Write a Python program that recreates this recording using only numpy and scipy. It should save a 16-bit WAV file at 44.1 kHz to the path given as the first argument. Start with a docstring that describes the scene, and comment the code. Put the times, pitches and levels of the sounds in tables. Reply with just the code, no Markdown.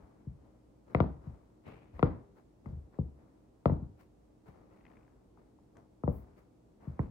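"""Sneakers past a floor microphone

Indoors, close: thick soles cross a rug on a wooden floor, pass a microphone at floor height, turn and come back.
Each heel and sole sends a bending wave through the boards: its highs arrive first, so the thud sweeps down.
The floor and the living room ring on. Trousers swish and soles scuff in grainy swells of noise;
the shoes creak in tiny resonant bursts, a thin hiss passes, and the room gives a low rush of air and a faint hum."""
import sys
import numpy as np
from scipy import signal
from scipy.fft import rfft, irfft
from scipy.io import wavfile
from scipy.ndimage import uniform_filter1d

SR = 44100
rng = np.random.default_rng(int(sys.argv[2]) if len(sys.argv) > 2 else 0)


def output_pcm(signal):
    """Save a mono or channel-first signal as 16-bit PCM at the path in sys.argv[1].

    Samples are clipped to [-1, 1] before scaling.
    """
    pcm = np.clip(np.atleast_2d(signal).T, -1, 1) * 32767
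    wavfile.write(sys.argv[1], SR, np.round(pcm).astype(np.int16))


N = 313330
SIZE = 32768  # samples in each short sound and response
HZ = np.maximum(np.fft.rfftfreq(SIZE, 1 / SR), 1)
TIME = np.arange(N) / SR
SHORT_TIME = np.arange(SIZE) / SR

# Heel strikes and sole slaps: start_s [s], level_db [dB], contact_hz [Hz], rubber_ring_db [dB]
STRIKES = [(0.948, -16.5, 4400, 8), (1.003, -12.5, 4000, -0.5), (1.9935, -38.5, 5200, 4.5),
           (2.028, -11, 4200, 5.5), (2.6584, -49.5, 2380, 10.5), (2.987, -17, 850, 2),
           (3.657, -13, 3730, 0), (3.697, -17.5, 1410, 6.5), (3.718, -17, 815, -2.5),
           (3.818, -25, 339, 4.5), (6.036, -20.5, 1400, 1.5), (6.077, -15, 1450, 3),
           (6.9925, -16, 1750, 10)]
# Weight rolling onto a foot as the floor gives: start_s [s], level_db [dB], contact_hz [Hz]
TREADS = [(0.001, -27, 52.5), (0.267, -25, 462), (1.266, -26, 304), (1.925, -21.5, 70), (2.66, -26.5, 700),
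          (2.693, -30.5, 520), (2.718, -26, 230), (2.756, -25, 115), (3.887, -43.5, 250), (4.48, -40, 500),
          (6.871, -23, 800), (7.014, -17, 59)]
# Relative response of the boards under a hard heel: pitch_hz [Hz], level_db [dB]
BOARDS = [(22, -54.5), (45, -13.5), (70, 0), (100, -4.5), (145, 0), (250, -7.5), (380, -11.5), (480, -10),
          (950, -16), (1300, -19.5), (1650, -29), (2100, -29), (3000, -42.5), (4900, -47), (5700, -60)]
# How much more a step at near left gives the left channel: pitch_hz [Hz], left_minus_right_db [dB]
LEFT_RIGHT_SHADOW = [(50, 2), (140, 2.5), (200, 8.5), (260, 4), (500, 5.5), (700, 17.5), (950, 4),
                     (1300, 9), (1700, 8), (2300, 11), (5500, 5), (9000, -4)]
# Bending waves thrown back by joists and walls: delay_s [s], level_db [dB]
RETURNS = [(0.0205, -14), (.038, -14.5)]
# Slow modes of the whole floor: pitch_hz [Hz], level_db [dB], t60_s [s]
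FLOOR_MODES = [(51, -37, .38), (63.2, -19, 0.26), (103.7, -30, .33), (152, -23.5, 0.055), (179, -31, .26)]
# Room reverberation against the direct sound: pitch_hz [Hz], energy_db [dB]
ROOM_DB = [(60, -6), (150, -10), (300, -4), (550, -11), (1000, -10.5), (1600, -15), (2200, -18.5),
           (4000, -7.5), (10000, -9.5)]
# Room decay: pitch_hz [Hz], t60_s [s]
ROOM_T60 = [(60, 0.41), (250, 0.35), (1000, 0.45), (3000, .36), (10000, 0.29)]
# Left-right likeness of diffuse sound: pitch_hz [Hz], likeness [0 to 1]
LIKENESS = [(50, 0.85), (150, 0.94), (300, 0.36), (600, 0.12), (1200, 0.023), (3000, .05), (8000, 0.15),
            (13000, 0.3)]
# Trouser legs swinging past each other: peak_s [s], level_db [dB], fall_s [s]
SWISHES = [(0.01, -61, 0.23), (0.45, -66, 0.15), (0.921, -56.5, 0.15), (1.259, -58, 0.15),
           (2.949, -61.5, 0.091), (3.219, -66, .16), (4.57, -60, .13), (4.92, -61, 0.17),
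           (5.391, -64.5, 0.072), (6.13, -59.5, 0.25)]
# Soles scuffing the rug as they land or push off:
# peak_s [s], level_db [dB], fall_s [s], brightness [dB per octave], rasp_db [dB]
SCUFFS = [(1.682, -50, 0.11, -1.47, 13), (1.965, -57, 0.12, -.5, 3), (2.385, -62.5, 0.029, 1, -1),
          (2.675, -52.5, 0.085, -3.5, -5.5), (4.007, -64, 0.034, 3, 3), (4.484, -57, 0.038, 0.5, 0.5),
          (4.729, -64.5, .26, 0.1, 2), (5.785, -58, 0.036, -1, -6), (6.39, -66, 0.027, 2.5, 1.5),
          (6.834, -58, 0.19, -0.6, -1), (7.022, -51.5, 0.051, -1.5, 2)]
# Relative colour of cloth and rubber brushing: pitch_hz [Hz], level_db [dB]
CLOTH = [(50, 1), (130, 4.5), (300, 3.5), (600, 2), (1200, -4.5), (1650, -12.5), (2200, -14.5), (3300, -31),
         (4400, -29.5), (5500, -33), (8000, -39), (13000, -37.5)]
# Clearest creaks and ticks of the shoes, before panning and room: start_s [s], peak_db [dB], pitch_hz [Hz]
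CREAKS = [(1.660, -61, 2400), (2.943, -64.5, 1870), (4.852, -55, 2060), (4.865, -56, 2200),
          (4.9154, -63, 2180), (4.969, -60, 2040), (5.079, -62, 1600), (5.3735, -56.5, 993),
          (5.587, -59.5, 1025), (5.755, -63, 1100), (5.769, -57.5, 1670), (5.7697, -65.5, 6550)]
# Relative colour of the still air: pitch_hz [Hz], density_db [dB per Hz]
AIR = [(20, -14), (38, -1), (52, 2), (90, -4), (150, -5), (210, -1.5), (320, -3), (500, -9), (1000, -19.5),
       (1600, -30.5), (2200, -33), (3200, -36.5), (8000, -38.5), (14000, -48.5)]
# Room hum before the microphone: pitch_hz [Hz], rms_db [dB]
HUM = [(54, -74), (119, -74), (307, -73)]

# Knock above the thud for a full, hard blow. A softer contact knocks less;
# a lighter tap hardly bends the floor and is mostly knock.
KNOCK_DB, FULL_DB, HARD_HZ = -1.18, -9, 4500
KNOCK_DB_PER_OCTAVE, KNOCK_DB_PER_DB = 5, -0.28
TREAD_KNOCK_DB = -25  # almost no knock
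RING_HZ = 2040  # ring of the rubber sole

# The feet land left of the microphone until they cross to the right and away (leftness 1 = near left)
CROSSING_S, LEFTNESS_BEFORE, LEFTNESS_AFTER, AWAY_KNOCK_DB = 6.95, 1, -0.44, -5.5

SWISH_RISE_SHARE, SWISH_DB_PER_OCTAVE, SWISH_RASP_DB = 0.32, -1.3, -2  # rise as a share of the fall
SCUFF_RISE_S = 0.026

# A shoe slowly taking the weight crackles with smaller slips at uneven gaps, strongest halfway through
FLEX_START_S, FLEX_LENGTH_S = 4.69, 0.42
SLIP_DB, SLIP_SPREAD_DB, SLIP_HZ, SLIP_FADE_DB = -65.5, 0.5, 2150, 14

AIR_DB = -64  # rms before the microphone
CUTOFF_HZ = 15800


def footsteps(knock_hz=290, contact_slope_db=24, ring_octaves=0.44, notch_hz=1640, notch_db=9,
              uneven_db=4.0, left_lag_s=0.00017):
    """Each blow is softened by sole and rug, sweeps through the boards, comes back and rings in floor and room."""
    out = np.zeros((2, N))
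    boards, sweep = causal(at_hz(BOARDS, HZ)), bending()
    boards = boards / np.max(abs(irfft(boards * sweep)))
    echoes = sum(from_db(db) * np.exp(-2j * np.pi * HZ * delay_s) for delay_s, db in RETURNS)
    returns = echoes / (1 + 1j * HZ / 400)  # the echoes come back duller
    modes = floor_modes()
    left_lag = np.exp(-2j * np.pi * HZ * left_lag_s * np.array([[1], [0]]))
    knots_hz = np.geomspace(400, 9000, 36)
    for start_s, level_db, knock_db, contact_hz, ring_db in blows():
        leftness, away_db = (LEFTNESS_BEFORE, 0) if start_s < CROSSING_S else (LEFTNESS_AFTER, AWAY_KNOCK_DB)

        knock = (knock_db + away_db) * HZ ** 3 / (HZ ** 3 + knock_hz ** 3)
        ring = ring_db * bump(HZ, RING_HZ, ring_octaves)
        softness = contact_slope_db / 4 * np.log2(1 + (HZ / contact_hz) ** 4)
        force = from_db(level_db) * causal(knock + ring - np.minimum(softness, 60))

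        ears_db = leftness * at_hz(LEFT_RIGHT_SHADOW, HZ) * np.array([[0.5], [-0.5]])
        ears_db = ears_db - 10 * np.log10(np.mean(from_db(ears_db) ** 2, axis=0))  # keep the mean power
        # near paths interfere: one notch for steps on the left, and ripples that change from blow to blow
        draws = rng.standard_normal((2, len(knots_hz)))
        ripples = uneven_db * np.array([np.interp(HZ, knots_hz, row, left=0) for row in draws])
        notch = notch_db * max(leftness, 0) * bump(HZ, notch_hz, 0.22)
        ears = causal(ears_db + ripples - notch) * left_lag

        direct = ears * (1 + returns)
        reverb = room() * from_db([[0.8], [-0.8]])
        wave = (boards * (direct + reverb) + modes * from_db([[1.1], [-1.1]])) * sweep
        add(out, start_s, irfft(force * wave))
    return out


def blows():
    """Every contact with the floor as (start_s, level_db, knock_db, contact_hz, ring_db)."""
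    contacts = []
    for start_s, level_db, contact_hz, ring_db in STRIKES:
        hardness_db = KNOCK_DB_PER_OCTAVE * np.log2(contact_hz / HARD_HZ)
        lightness_db = KNOCK_DB_PER_DB * (level_db - FULL_DB)
        contacts.append((start_s, level_db, KNOCK_DB + hardness_db + lightness_db, contact_hz, ring_db))
    for start_s, level_db, contact_hz in TREADS:
        contacts.append((start_s, level_db, TREAD_KNOCK_DB, contact_hz, 0))
    return contacts


def bending(lag_s=0.0117, knee_hz=175, steepness=1.7):
    """Bending waves travel more slowly the lower they are, so the bass arrives last."""
    delay_s = lag_s / (1 + (HZ / knee_hz) ** steepness)
    return np.exp(-2j * np.pi * np.cumsum(delay_s) * SR / SIZE)  # delay summed over frequency is phase


def floor_modes():
    """The whole floor rings in a few low, decaying sine modes; returns their spectrum."""
    ringing = 0
    for pitch_hz, level_db, t60_s in FLOOR_MODES:
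        decay = from_db(level_db - 60 * SHORT_TIME / t60_s)
        ringing = ringing + decay * np.sin(2 * np.pi * pitch_hz * SHORT_TIME)
    return rfft(ringing)


def room():
    """Response of the living room from one spot: octave bands of noise that build up and die away."""
    noise, out = rfft(diffuse(SIZE)), 0
    build_up = 1 - np.exp(-(SHORT_TIME / 0.0038) ** 2)
    decay = from_db(-60 * SHORT_TIME / np.array([[1.0]]))  # replaced per band below
    for centre_hz in np.geomspace(50, 12800, 9):
        band = np.cos(np.pi / 2 * np.clip(np.log2(HZ / centre_hz), -1, 1)) ** 2
        decay = from_db(-60 * SHORT_TIME / at_hz(ROOM_T60, centre_hz))
        tail = rfft(irfft(noise * band) * decay * build_up)
        tail_energy = np.mean(np.sum(abs(tail) ** 2, axis=1))
        out = out + tail * np.sqrt(np.sum(band ** 2) / tail_energy)
    return out * from_db(at_hz(ROOM_DB, HZ))


def swishes(grain_db=2.0, left_db=2.0, rasp_hz=2900, rasp_octaves=0.62):
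    """Cloth and rubber brush in soft, grainy swells of noise; a hard rub adds a rasp."""
    out = np.zeros((2, N))
    for peak_s, level_db, rise_s, fall_s, tilt_db, rasp_db in brushes():
        start_s = max(peak_s - 3 * rise_s, 0)
        age = SHORT_TIME + start_s - peak_s
        swell = np.exp(np.where(age < 0, -(age / rise_s) ** 2, -abs(age) / fall_s))
        grain = rms_one(uniform_filter1d(rng.standard_normal(SIZE), size=160))
        fibres = from_db(grain_db * grain)

        def colour(hz):
            """Cloth colour with this rub's brightness and rasp."""
            tilt = tilt_db * np.log2(np.maximum(hz, 100) / 1000)
            return at_hz(CLOTH, hz) + tilt + rasp_db * bump(hz, rasp_hz, rasp_octaves)

        add(out, start_s, from_db(level_db) * swell * fibres * diffuse(SIZE, colour))
    return out * from_db([[left_db], [-left_db]])


def brushes():
    """Every swish and scuff as (peak_s, level_db, rise_s, fall_s, brightness in dB per octave, rasp_db)."""
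    legs = [(peak_s, level_db, SWISH_RISE_SHARE * fall_s, fall_s, SWISH_DB_PER_OCTAVE, SWISH_RASP_DB)
            for peak_s, level_db, fall_s in SWISHES]
    soles = [(peak_s, level_db, SCUFF_RISE_S, fall_s, tilt_db, rasp_db)
             for peak_s, level_db, fall_s, tilt_db, rasp_db in SCUFFS]
    return legs + soles


def creaks(left_db=4, room_db=-1, sole_hz=850, sole_db=-6, sole_octaves=0.53):
    """Each slip is a tiny burst through a broad resonance of the upper and another of the sole."""
    out = np.zeros((2, N))
    walls = from_db(room_db) * room()
    for start_s, peak_db, pitch_hz in CREAKS + slips():
        burst = rfft(rng.standard_normal(SIZE) * np.exp(-SHORT_TIME / 0.002))
        upper = bump(HZ, pitch_hz, 0.38) + 0.12 * bump(HZ, pitch_hz, 1.1)
        body = upper + from_db(sole_db) * bump(HZ, sole_hz, sole_octaves)
        slip = irfft(burst * causal(20 * np.log10(body + 0.00089)))
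        slip = from_db(peak_db) * slip / np.max(abs(slip))
        direct = slip * from_db([[left_db], [-left_db]])
        add(out, start_s, direct + irfft(rfft(slip) * walls))
    return out


def slips(count=18):
    """The small slips of a flexing shoe as (start_s, peak_db, pitch_hz)."""
    progress = (np.arange(count) + rng.random(count)) / count
    peak_db = SLIP_DB - SLIP_FADE_DB * (2 * progress - 1) ** 2 + SLIP_SPREAD_DB * rng.standard_normal(count)
    return [(FLEX_START_S + FLEX_LENGTH_S * p, db, SLIP_HZ) for p, db in zip(progress, peak_db)]


def thin_hiss(level_db=-68, left_db=2):
    """A very high hiss swells and fades as the weight settles on one shoe."""
    swell = np.exp(-((TIME - 6.16) / 0.058) ** 2)
    treble = [(6000, -33.5), (9000, -17.5), (12000, -13.5), (14000, -13), (15200, -6.5)]  # pitch_hz, level_db
    hiss = diffuse(N, lambda hz: at_hz(treble, hz))
    return from_db(level_db) * hiss * swell * from_db([[left_db], [-left_db]])


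def still_room(waver=0.35):
    """Low, steady rush of air as coloured noise, with hum tones whose phase wanders."""
    knots_s = np.linspace(0, TIME[-1], 40)
    out = diffuse(N, lambda hz: at_hz(AIR, hz)) * from_db(AIR_DB)
    for pitch_hz, rms_db in HUM:
        wander = np.cumsum(rng.normal(0, np.pi * waver, len(knots_s)))
        phase = np.interp(TIME, knots_s, wander)
        out = out + from_db(rms_db) * np.sqrt(2) * np.sin(2 * np.pi * pitch_hz * TIME + phase)
    return out


def diffuse(size, colour=lambda hz: 0 * hz):
    """Coloured stereo noise, alike in the bass and mostly unrelated in the treble; rms 1."""
    hz = np.fft.rfftfreq(size, 1 / SR)
    alike = np.clip(at_hz(LIKENESS, hz), 0, 0.995)
    mid, side = rfft(rng.standard_normal((2, size)))
    stereo = np.sqrt(1 + alike) * mid + np.sqrt(1 - alike) * side * [[1], [-1]]
    return rms_one(irfft(stereo * from_db(colour(hz)), size))


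def causal(db):
    """Minimum-phase response with these levels on HZ: nothing sounds before its cause."""
    cepstrum = irfft(np.log(from_db(db)))
    cepstrum[..., 1:SIZE // 2] *= 2
    cepstrum[..., SIZE // 2 + 1:] = 0
    return np.exp(rfft(cepstrum))


def bump(hz, centre_hz, octaves):
    """A bell of height 1 on a log-frequency axis."""
    return np.exp(-(np.log2(np.maximum(hz, 1) / centre_hz) / octaves) ** 2)


def at_hz(points, hz):
    """Read a table on a log-frequency axis."""
    table_hz, values = np.array(points).T
    return np.interp(np.log(np.maximum(hz, 1)), np.log(table_hz), values)


def from_db(db):
    """Decibels to gain."""
    return 10 ** (np.asarray(db) / 20)


def rms_one(x):
    """Scale to unit rms."""
    return x / np.sqrt(np.mean(x ** 2) + 1e-20)


def add(out, start_s, sound):
    """Mix a stereo sound in at start_s, with its far end faded out."""
    start = max(round(start_s * SR), 0)
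    faded = sound * np.clip(np.linspace(5, -0.5, sound.shape[1]), 0, 1)
    out[:, start:start + sound.shape[1]] += faded[:, :N - start]


def scene():
    """The walker in the room."""
    return footsteps() + swishes() + creaks() + thin_hiss() + still_room()


def record(dry, low_cut_hz=40):
    """The small microphone drops the deepest bass; the top is cut steeply."""
    low_cut = signal.butter(4, low_cut_hz, "high", fs=SR, output="sos")
    top_cut = signal.ellip(10, 0.1, 80, CUTOFF_HZ, fs=SR, output="sos")
    return signal.sosfilt(top_cut, signal.sosfilt(low_cut, dry))


dry = scene()
out = record(dry)
output_pcm(out)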